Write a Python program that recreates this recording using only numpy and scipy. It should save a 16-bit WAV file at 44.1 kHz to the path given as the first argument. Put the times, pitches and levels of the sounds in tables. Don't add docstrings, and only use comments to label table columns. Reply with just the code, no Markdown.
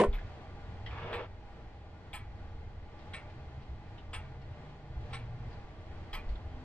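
import sys
import numpy as np
from scipy import signal
from scipy.fft import rfft, irfft, next_fast_len
from scipy.io import wavfile
from scipy.ndimage import map_coordinates

SR = 44100
rng = np.random.default_rng(int(sys.argv[2]) if len(sys.argv) > 2 else 0)


def dump(signal):
    limited = np.clip(np.atleast_2d(signal).T, -1, 1)
    pcm = np.round(limited * 32767).astype(np.int16)
    wavfile.write(sys.argv[1], SR, pcm)


N = 292824


def amp(db):
    return 10 ** (np.asarray(db) / 20)


def unit(x):
    return x / np.sqrt(np.mean(x ** 2) + 1e-20)


def seconds(length_s):
    return np.arange(int(length_s * SR)) / SR


def along(points, hz):
    point_hz, value = np.transpose(points)
    return np.interp(np.log(hz + 1), np.log(point_hz + 1), value)


def curve(rows):
    time_s, value = np.transpose(rows)
    return np.interp(np.arange(N) / SR, time_s, value)


def wobble(rate_hz):
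    knots = rng.standard_normal(int(N * rate_hz / SR) + 4)
    return map_coordinates(knots, [np.arange(N) * rate_hz / SR])


def filtered(x, response):
    size = x.shape[-1]
    padded = next_fast_len(size + SR // 4)
    spectrum = rfft(x, padded) * response(np.fft.rfftfreq(padded, 1 / SR))
    return irfft(spectrum, padded)[..., :size]


def noise(colour, alike, size):
    def mid_side_gain(hz):
        turn = np.arccos(np.clip(along(alike, hz), -1, 1)) / 2
        return colour(hz) * np.array([np.cos(turn), np.sin(turn)])

    mid, side = filtered(rng.standard_normal((2, size)), mid_side_gain)
    return unit(np.array([mid + side, mid - side]))


def shape(points):
    return lambda hz: amp(along(points, hz))


def resonance(centre_hz, width_hz):
    return lambda hz: 1 / (1 + (2 * (hz - centre_hz) / width_hz) ** 2)


def body(modes):
    return lambda hz: sum(amp(db) * resonance(centre, width)(hz) for centre, width, db in modes)


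def ripple(depth_db, spacing_hz):
    knots = rng.standard_normal(4096)
    return lambda hz: amp(depth_db * map_coordinates(knots, [hz / spacing_hz], mode="mirror"))


def reflections(size, rate_hz=900):
    return unit(rng.standard_normal(size) * (rng.random(size) < rate_hz / SR))


def causal(points, size):
    cepstrum = irfft(np.log(shape(points)(np.fft.rfftfreq(size, 1 / SR))), size)
    cepstrum[1:size // 2] *= 2
    cepstrum[size // 2:] = 0
    pulse = irfft(np.exp(rfft(cepstrum)), size)
    return pulse / np.abs(pulse).max()


def struck(modes, t):
    out = np.zeros(len(t))
    for hz, db, t60_s in modes:
        decay = amp(db + rng.normal(0, 1) - 60 * t / t60_s)
        out += decay * np.sin(2 * np.pi * (hz * t + rng.random()))
    return out


def swell(start_s, attack_s, end_s, release_s):
    t = np.arange(N) / SR
    ramp = np.minimum((t - start_s) / attack_s, 1 - (t - end_s) / release_s)
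    return np.sin(np.pi / 2 * np.clip(ramp, 0, 1))


def add(track, start_s, sound):
    part = track[:, max(round(start_s * SR), 0):]
    part[:, :sound.shape[-1]] += sound[..., :part.shape[-1]]


def leading(x, lead_s):
    return filtered(x, lambda hz: np.exp(1j * np.pi * hz * lead_s * np.array([[1], [-1]])))


# hz, correlation
SHOP_CORRELATION = [(30, 1), (100, 0.92), (300, 0.87), (800, 0.95), (1500, 0.5), (3000, 0.41), (8000, 0.05)]
# hz, correlation
RUMBLE_CORRELATION = [(25, 0.96), (60, 0.99), (130, 0.99)]
# hz, density_db_per_hz
RUMBLE_SPECTRUM = [(12, -1.5), (25, -3), (42, -3.5), (62, -2), (85, 1.5), (108, -3.5), (140, -17.5),
                   (200, -26.5), (350, -53.5), (1500, -100)]
# time_s, level_db
RUMBLE_LEVEL_DB = [(0, -45.5), (1.0, -47.5), (1.9, -52), (2.35, -45.5), (3.0, -50), (3.35, -49.5),
                   (4.7, -47.5), (5.4, -44), (5.9, -50), (6.5, -44.5)]
# hz, density_db_per_hz
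AIR_SPECTRUM = [(76, -15.5), (130, -5), (190, -9.5), (260, -11.5), (450, -15.5), (700, -18), (950, -17.5),
                (1300, -23), (2000, -25), (3000, -29.5), (4000, -32), (5000, -38), (8000, -50.5),
                (11000, -71.5)]
# hz, width_hz, level_db
ROOM_MODES = [(217.2, 14, 0.5), (332.2, 14, 0.5), (461, 16, 0.5), (596.6, 12, 1.5), (642, 20, -1.5),
              (734, 55, -4.5), (807.5, 24, -0.5), (845.3, 19, -1.5), (1171.5, 18, -6), (1432, 22, -7),
              (1520, 17, -16.5), (1886, 30, -11), (2060, 130, -15.5)]
# time_s, level_db
AIR_LEVEL_DB = [(.2, -53.5), (.9, -52.5), (1.4, -57), (2.9, -55.5), (6.6, -53.5)]
RUMBLE_SWING_DB, AIR_SWING_DB = 2, 1


def room(air_db=0.25, modes_db=-4):
    rumble_db = curve(RUMBLE_LEVEL_DB) + RUMBLE_SWING_DB * wobble(5)
    rumble = amp(rumble_db) * noise(shape(RUMBLE_SPECTRUM), RUMBLE_CORRELATION, N)
    modes = noise(body(ROOM_MODES), SHOP_CORRELATION, N)
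    crowded = ripple(depth_db=1.8, spacing_hz=28.1)

    def colour(hz):
        return shape(AIR_SPECTRUM)(hz) * crowded(hz) ** np.clip(hz / 1000, 0, 1)

    flow = noise(colour, SHOP_CORRELATION, N)
    rush_db = curve(AIR_LEVEL_DB) + AIR_SWING_DB * wobble(7.1)
    return rumble + amp(rush_db) * (amp(air_db) * flow + amp(modes_db) * modes)


# start_s, length_s, start_pitch_hz, level_db (before flutter)
DRONE_SWELLS = [(0.506, 0.96, 105.3, -49), (3.097, 1, 128.4, -54.5), (4.099, 0.57, 134.2, -52.5),
                (4.498, 0.52, 150.7, -55.5), (4.797, 0.89, 120.1, -45), (5.048, 0.65, 161, -57),
                (6.306, 0.83, 258, -57)]
SAG_HZ_PER_S = 3.3


def drone(flutter_db=3.0, waver_hz=3):
    out, t = np.zeros(N), np.arange(N) / SR
    for start_s, length_s, start_hz, level_db in DRONE_SWELLS:
        half_s = length_s / 2
        pitch_hz = start_hz - SAG_HZ_PER_S * (t - start_s) + waver_hz * wobble(22)
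        tone = unit(np.sin(2 * np.pi * np.cumsum(pitch_hz) / SR))
        out += amp(level_db) * swell(start_s, half_s, start_s + half_s, half_s) * tone
    return out * amp(flutter_db * wobble(25))


# start_s, level_db, pitch_hz, length_s (twice the time to the peak)
HANDLING_THUMPS = [(0.063, -26, 23, 0.04), (0.083, -22.5, 52, 0.012), (0.121, -29.5, 34, 0.059),
                   (0.886, -39, 62, 0.035), (1.0, -47.5, 148, 0.054), (3.09, -41, 89, 0.049),
                   (3.683, -36, 65, 0.044), (4.499, -41, 99, 0.033), (4.967, -30, 60, 0.015),
                   (6.122, -35.5, 29, 0.057), (6.259, -30.5, 19, 0.049), (6.287, -30.5, 51, 0.051)]


def thumps():
    out, t = np.zeros((2, N)), seconds(0.5)
    for start_s, level_db, pitch_hz, length_s in HANDLING_THUMPS:
        u = 2 * t / length_s
        add(out, start_s, amp(level_db) * u * np.exp(1 - u) * np.sin(2 * np.pi * pitch_hz * t))
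    return out


# start_s, level_db, pitch_hz, scrape_db (relative to ring), t60_s
PART_CLICKS = [(0.128, -57, 3470, -5, 0.28), (0.184, -50.5, 1700, -8, 0.12), (.8615, -47, 3100, -6, 0.15),
               (.862, -45, 2000, -16, .12), (0.909, -52, 2360, -6, .16), (1.221, -54, 3240, -6, 0.097),
               (2.99, -70.5, 3720, 10.5, 0.18), (3.298, -65, 2500, 3, 0.1), (3.622, -72, 4380, 9, 0.12),
               (3.981, -56, 2970, -8, .13), (3.978, -63.5, 3640, -10, .17), (4.415, -70.5, 4330, 7, 0.18),
               (5.108, -56.5, 1150, -3, 0.2), (5.509, -71, 4700, 6, .2), (5.528, -66, 4400, 5, 0.11),
               (6.290, -61.5, 4200, 3, 0.16), (6.3555, -52.5, 3400, -9, .05), (6.356, -67, 4150, -6, .06)]
# hz, density_db_per_hz
SCRAPE_SPECTRUM = [(700, -11.5), (2000, 9.5), (3500, 6), (5200, 0), (6500, -18), (9000, -43)]


def clicks(width_hz=420):
    out, t = np.zeros((2, N)), seconds(0.25)
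    attack = 1 - np.exp(-t / 0.00065)
    for start_s, level_db, pitch_hz, scrape_db, t60_s in PART_CLICKS:
        ring = noise(resonance(pitch_hz, width_hz), SHOP_CORRELATION, len(t))
        scrape = amp(scrape_db) * noise(shape(SCRAPE_SPECTRUM), SHOP_CORRELATION, len(t))
        add(out, start_s, (ring + scrape) * amp(level_db - 60 * t / t60_s) * attack)
    return out


# hz, density_db_per_hz
RUB_SPECTRUM = [(130, -17), (300, -11), (400, -2.5), (450, -0.5), (480, 9), (525, -6), (600, 1.5),
                (680, -5), (760, -13), (850, -16), (1200, -23), (2200, -67.5)]
# hz, density_db_per_hz
CLOTH_SPECTRUM = [(350, -18), (650, -5.5), (1000, -3), (1350, -2), (2300, -8), (3300, -12.5), (4000, -22),
                  (5000, -25), (6500, -37), (10000, -60)]
# hz, width_hz, level_db
SURFACE_MODES = [(815, 72, 0), (960, 150, 2.5), (1150, 51, 3.5), (1326, 75, -1.5), (1700, 74, 0.5),
                 (2220, 70, -2), (2500, 60, -5.5), (2780, 180, -7), (3400, 150, -9), (3670, 35, -8.5)]
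SLIDE_S, SETTLED_S = 0.83, 1.201
CLOTH_ATTACK_S, RUB_ATTACK_S, SLIDE_RELEASE_S = 0.17, 0.43, 0.089
PRESS_DB_PER_S = 7
CATCH_RATE_HZ = 170


def sleeve(rub_db=-42, cloth_db=-49, modes_db=-46, grain_db=0.0, burst_db=1.4, catch_db=-55):
    press = amp(PRESS_DB_PER_S * np.minimum(np.arange(N) / SR - SETTLED_S, 0))
    contact = swell(SLIDE_S, CLOTH_ATTACK_S, SETTLED_S, SLIDE_RELEASE_S)
    weight = swell(SLIDE_S, RUB_ATTACK_S, SETTLED_S, SLIDE_RELEASE_S)

    def slips():
        return unit(amp(grain_db * wobble(260) + burst_db * wobble(45.5)))

    wood = amp(rub_db) * noise(shape(RUB_SPECTRUM), SHOP_CORRELATION, N)
    hiss = amp(cloth_db) * noise(shape(CLOTH_SPECTRUM), SHOP_CORRELATION, N)
    hiss += amp(modes_db) * noise(body(SURFACE_MODES), SHOP_CORRELATION, N)
    catches = filtered(reflections(N, CATCH_RATE_HZ), shape(CLOTH_SPECTRUM))
    hiss += amp(catch_db) * unit(catches)
    hiss = filtered(hiss, shape([(5000, -0.5), (8000, -1), (11000, -23)]))
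    return press * (slips() * weight ** 2 * wood + slips() * contact ** 2 * hiss)


# hz, base_t60_s
SHOP_TAIL = [(200, 0.31), (1000, 0.21), (2300, 0.27), (4000, 0.18), (10000, 0.2)]


def dying(x, hold_s, life=1):
    hz, t, bins = signal.stft(x, SR, nperseg=256)
    t60_s = life * along(SHOP_TAIL, hz)[:, None]
    fade = amp(-60 * np.maximum(t - hold_s, 0) / t60_s)
    return signal.istft(bins * fade, SR, nperseg=256)[1][:, :x.shape[-1]]


# start_s, level_db, part_ring_db, crack_db (both relative)
BENCH_KNOCKS = [(0.0, -19, -2, -5.5), (.0105, -23.5, -12, -8), (.015, -25.5, -13.5, -9),
                (.037, -27.5, 7.5, -5.5)]
# hz, mean_level_db, t60_s
BENCH_MODES = [(158, -8.5, 0.15), (214, -4, 0.26), (294, -11, 0.12), (363, -4.5, 0.15), (405.4, 1.5, 0.18),
               (482, 3, 0.16), (500, -1, 0.096), (590, -4, 0.12), (636.4, -3, 0.14), (687, -8, 0.14)]
# hz, mean_level_db, t60_s
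PART_MODES = [(963, -3, 0.089), (1032, -0.5, 0.093), (1112, -11.5, 0.098), (1362, -18, 0.11),
              (1486, -17, 0.11), (1800, -18, 0.11), (1880, -23, 0.08), (2260, -22, .12), (2450, -25, 0.13),
              (3052, -31, 0.098)]
# hz, density_db_per_hz
THUD_SPECTRUM = [(80, -34), (200, -12), (300, -6.5), (450, -1), (690, -4), (830, -13.5), (1050, -17),
                 (1300, -29), (1900, -19.5), (2700, -28), (3150, -28.5), (4000, -33), (6500, -41),
                 (9200, -32), (11000, -59)]
# hz, density_db_per_hz
CRACK_SPECTRUM = [(400, -9), (720, -4), (1000, 3), (1350, -9), (1850, -6), (2600, -9.5), (3100, -7.5),
                  (4200, -27), (8000, -33), (11000, -68)]
# hz, level_db
STRIKE_SPECTRUM = [(150, -14), (500, 3), (1100, -1), (1500, -8.5), (2000, -5.5), (2800, -12), (4200, -33),
                   (10000, -47.5)]


def knocks(bench_db=-4.0, thud_db=-2.5, thud_life=0.55, crack_t60_s=0.032, strike_db=7):
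    out, t = np.zeros((2, N)), seconds(0.5)
    attack = 1 - np.exp(-t / 0.00034)
    for start_s, level_db, part_db, crack_db in BENCH_KNOCKS:
        ring = amp(bench_db) * (struck(BENCH_MODES, t) + amp(part_db) * struck(PART_MODES, t))
        thud = noise(shape(THUD_SPECTRUM), SHOP_CORRELATION, len(t))
        thud = amp(thud_db) * dying(thud, hold_s=0, life=thud_life)
        crack = amp(-60 * t / crack_t60_s) * noise(shape(CRACK_SPECTRUM), SHOP_CORRELATION, len(t))
        crack += amp(strike_db) * causal(STRIKE_SPECTRUM, len(t))
        add(out, start_s, amp(level_db) * ((ring + thud) * attack + amp(crack_db) * crack))
    return out


# hz, correlation
CLOCK_CORRELATION = [(500, 0.94), (1000, 0.88), (2000, 0.88), (3000, 0.91), (4200, 1), (6000, 0.17),
                     (8500, -0.42), (13000, 0.3)]


def ringing(modes, pallet, size, blur):
    out = np.zeros((2, size))
    for hz, db, owner in modes:
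        if round(owner) == round(pallet):
            mode = noise(resonance(hz, blur * hz), CLOCK_CORRELATION, size)
            out += amp(db) * mode / np.std(mode[:, :SR // 25])
    return out


# hz, density_db_per_hz
CLACK_SPECTRA = [
    [(300, -20), (600, -12), (1000, 0.5), (1550, -5.5), (2200, 1.5), (2800, -1), (3300, 1.5), (3800, -12.5),
     (4900, -12.5), (6200, -23), (8500, -28.5), (10500, -63)],
    [(300, -35), (600, -13), (1000, -6.5), (1550, -6.5), (2300, 0), (2800, -7), (3300, -11), (4000, -7),
     (5000, -20), (6500, -31.5), (8000, -37), (10500, -74)],
]
# hz, level_db, pallet
PLATE_MODES = [(848, -16, 0), (1028, -10, 0), (1290, -9, 0), (1715, -15, 0), (1865, -11.5, 0),
               (2250, -9.5, 0), (2430, -12, 0), (3350, -14, 0), (4090, -15, 0), (4950, -19, 0),
               (774, -9, 1), (1345, -8, 1), (1800, -8, 1), (2260, -7.5, 1), (2390, -11, 1),
               (2640, -12.5, 1), (2860, -17, 1), (3190, -15, 1), (3470, -15, 1), (3970, -12.5, 1),
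               (5430, -24, 1), (5800, -23, 1)]
LOWS_HZ, EDGE_HZ = 1050, 5500


def clack(pallet, walls, lows_db, edge_db, t, hold_s=0.02, life=0.8,
          clack_db=-3.0, sharp_db=-5, plates_db=-3, grain_db=0.5):
    def colour(hz):
        return shape(CLACK_SPECTRA[pallet])(hz) * walls(hz)

    clumps = unit(amp(grain_db * wobble(450)[:len(t)]))
    wood = amp(clack_db) * clumps * noise(colour, CLOCK_CORRELATION, len(t))
    wood = wood + amp(sharp_db) * unit(filtered(reflections(len(t)), colour))
    wood = wood + amp(plates_db) * ringing(PLATE_MODES, pallet, len(t), blur=0.011)

    def balance(hz):
        lows = lows_db * resonance(LOWS_HZ, 1100)(hz)
        return amp(lows + edge_db * resonance(EDGE_HZ, 1500)(hz))

    return filtered(dying(wood, hold_s, life), balance)


# hz, level_db, pallet
HIGH_BANDS = [(7660, -20, 0), (8300, -28.5, 0), (8800, -16.5, 0), (9150, -29, 0), (12770, -20.5, 0),
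              (7670, -25, 1), (7820, -21.5, 1), (8170, -20, 1), (8840, -18, 1), (12700, -45, 1)]
TOP_BAND_HZ = 11000
HIGH_ATTACK_S = 0.005


def high_bands(pallet, top_db, spread, t, hold_s=0.028, life=0.6):
    bands = dying(ringing(HIGH_BANDS, pallet, len(t), blur=spread), hold_s, life)
    bands = filtered(bands, lambda hz: amp(top_db * (hz > TOP_BAND_HZ)))
    return (1 - np.exp(-t / HIGH_ATTACK_S)) * bands


def tooth_snap(t, snap_db=-0.5, t60_s=0.038):
    snap = amp(snap_db - 60 * t / t60_s) * noise(resonance(3230, 700), CLOCK_CORRELATION, len(t))
    return filtered(snap, shape([(4500, 4.5), (6500, -9), (10000, -29)]))


# hz, density_db_per_hz
LATE_SPECTRUM = [(350, -18.5), (800, 4), (1400, 0), (2200, -3.5), (3200, -14.5), (5000, -18), (9000, -52.5)]
# hz, width_hz, level_db
LATE_MODES = [(815, 130, -1), (1980, 160, -9), (2260, 120, -4.5), (3280, 50, -15)]


def shop_answer(walls, t, late_db=-8.5, late_t60_s=0.5, modes_db=-11, modes_t60_s=0.55):
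    def colour(hz):
        return shape(LATE_SPECTRUM)(hz) * walls(hz)

    late = amp(late_db - 60 * t / late_t60_s) * noise(colour, CLOCK_CORRELATION, len(t))
    modes = noise(body(LATE_MODES), CLOCK_CORRELATION, len(t))
    return late + amp(modes_db - 60 * t / modes_t60_s) * modes


# start_s, level_db, lows_db, edge_db, high_db, top_db,
# band_spread (share of band centre)
CLOCK_BEATS = [(.128, -50, -2, -4, -25, 27.5, 0.0073), (1.127, -41, -1, -13.5, -12.5, 24, 0.007),
               (2.130, -43, -0.5, -5, 2.5, -2, 0.016), (3.133, -44, -3, -3, -1, -17, .012),
               (4.130, -43, 1, 0, 2.5, -15, 0.01), (5.128, -44.3, 1.5, 4, 0, 4, 0.011),
               (6.129, -42, 1.5, 2, -7.5, 8.5, 0.023)]
PALLET_ATTACK_S = [0.0031, 0.0044]


def clock():
    out, t = np.zeros((2, N)), seconds(0.5)
    for beat, (start_s, level_db, lows_db, edge_db, high_db, top_db, spread) in enumerate(CLOCK_BEATS):
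        pallet = beat % 2
        rise = 1 - np.exp(-t / PALLET_ATTACK_S[pallet])
        walls = ripple(depth_db=3.5, spacing_hz=54.0)
        sound = clack(pallet, walls, lows_db, edge_db, t)
        sound = sound + amp(high_db) * high_bands(pallet, top_db, spread, t)
        sound = sound + tooth_snap(t) + shop_answer(walls, t)
        add(out, start_s, amp(level_db) * rise * sound)
    return out


CLOCK_LEAD_S, ROOM_LEAD_S, BENCH_LEAD_S = 0.00006, 0.00008, -0.000043


def scene():
    left = leading(clock() + clicks() + sleeve(), CLOCK_LEAD_S) + leading(room(), ROOM_LEAD_S)
    return left + leading(knocks(), BENCH_LEAD_S) + thumps() + drone()


TOP_HZ = 13200


def record(dry):
    return filtered(dry, lambda hz: hz < TOP_HZ)


dry = scene()
out = record(dry)
dump(out)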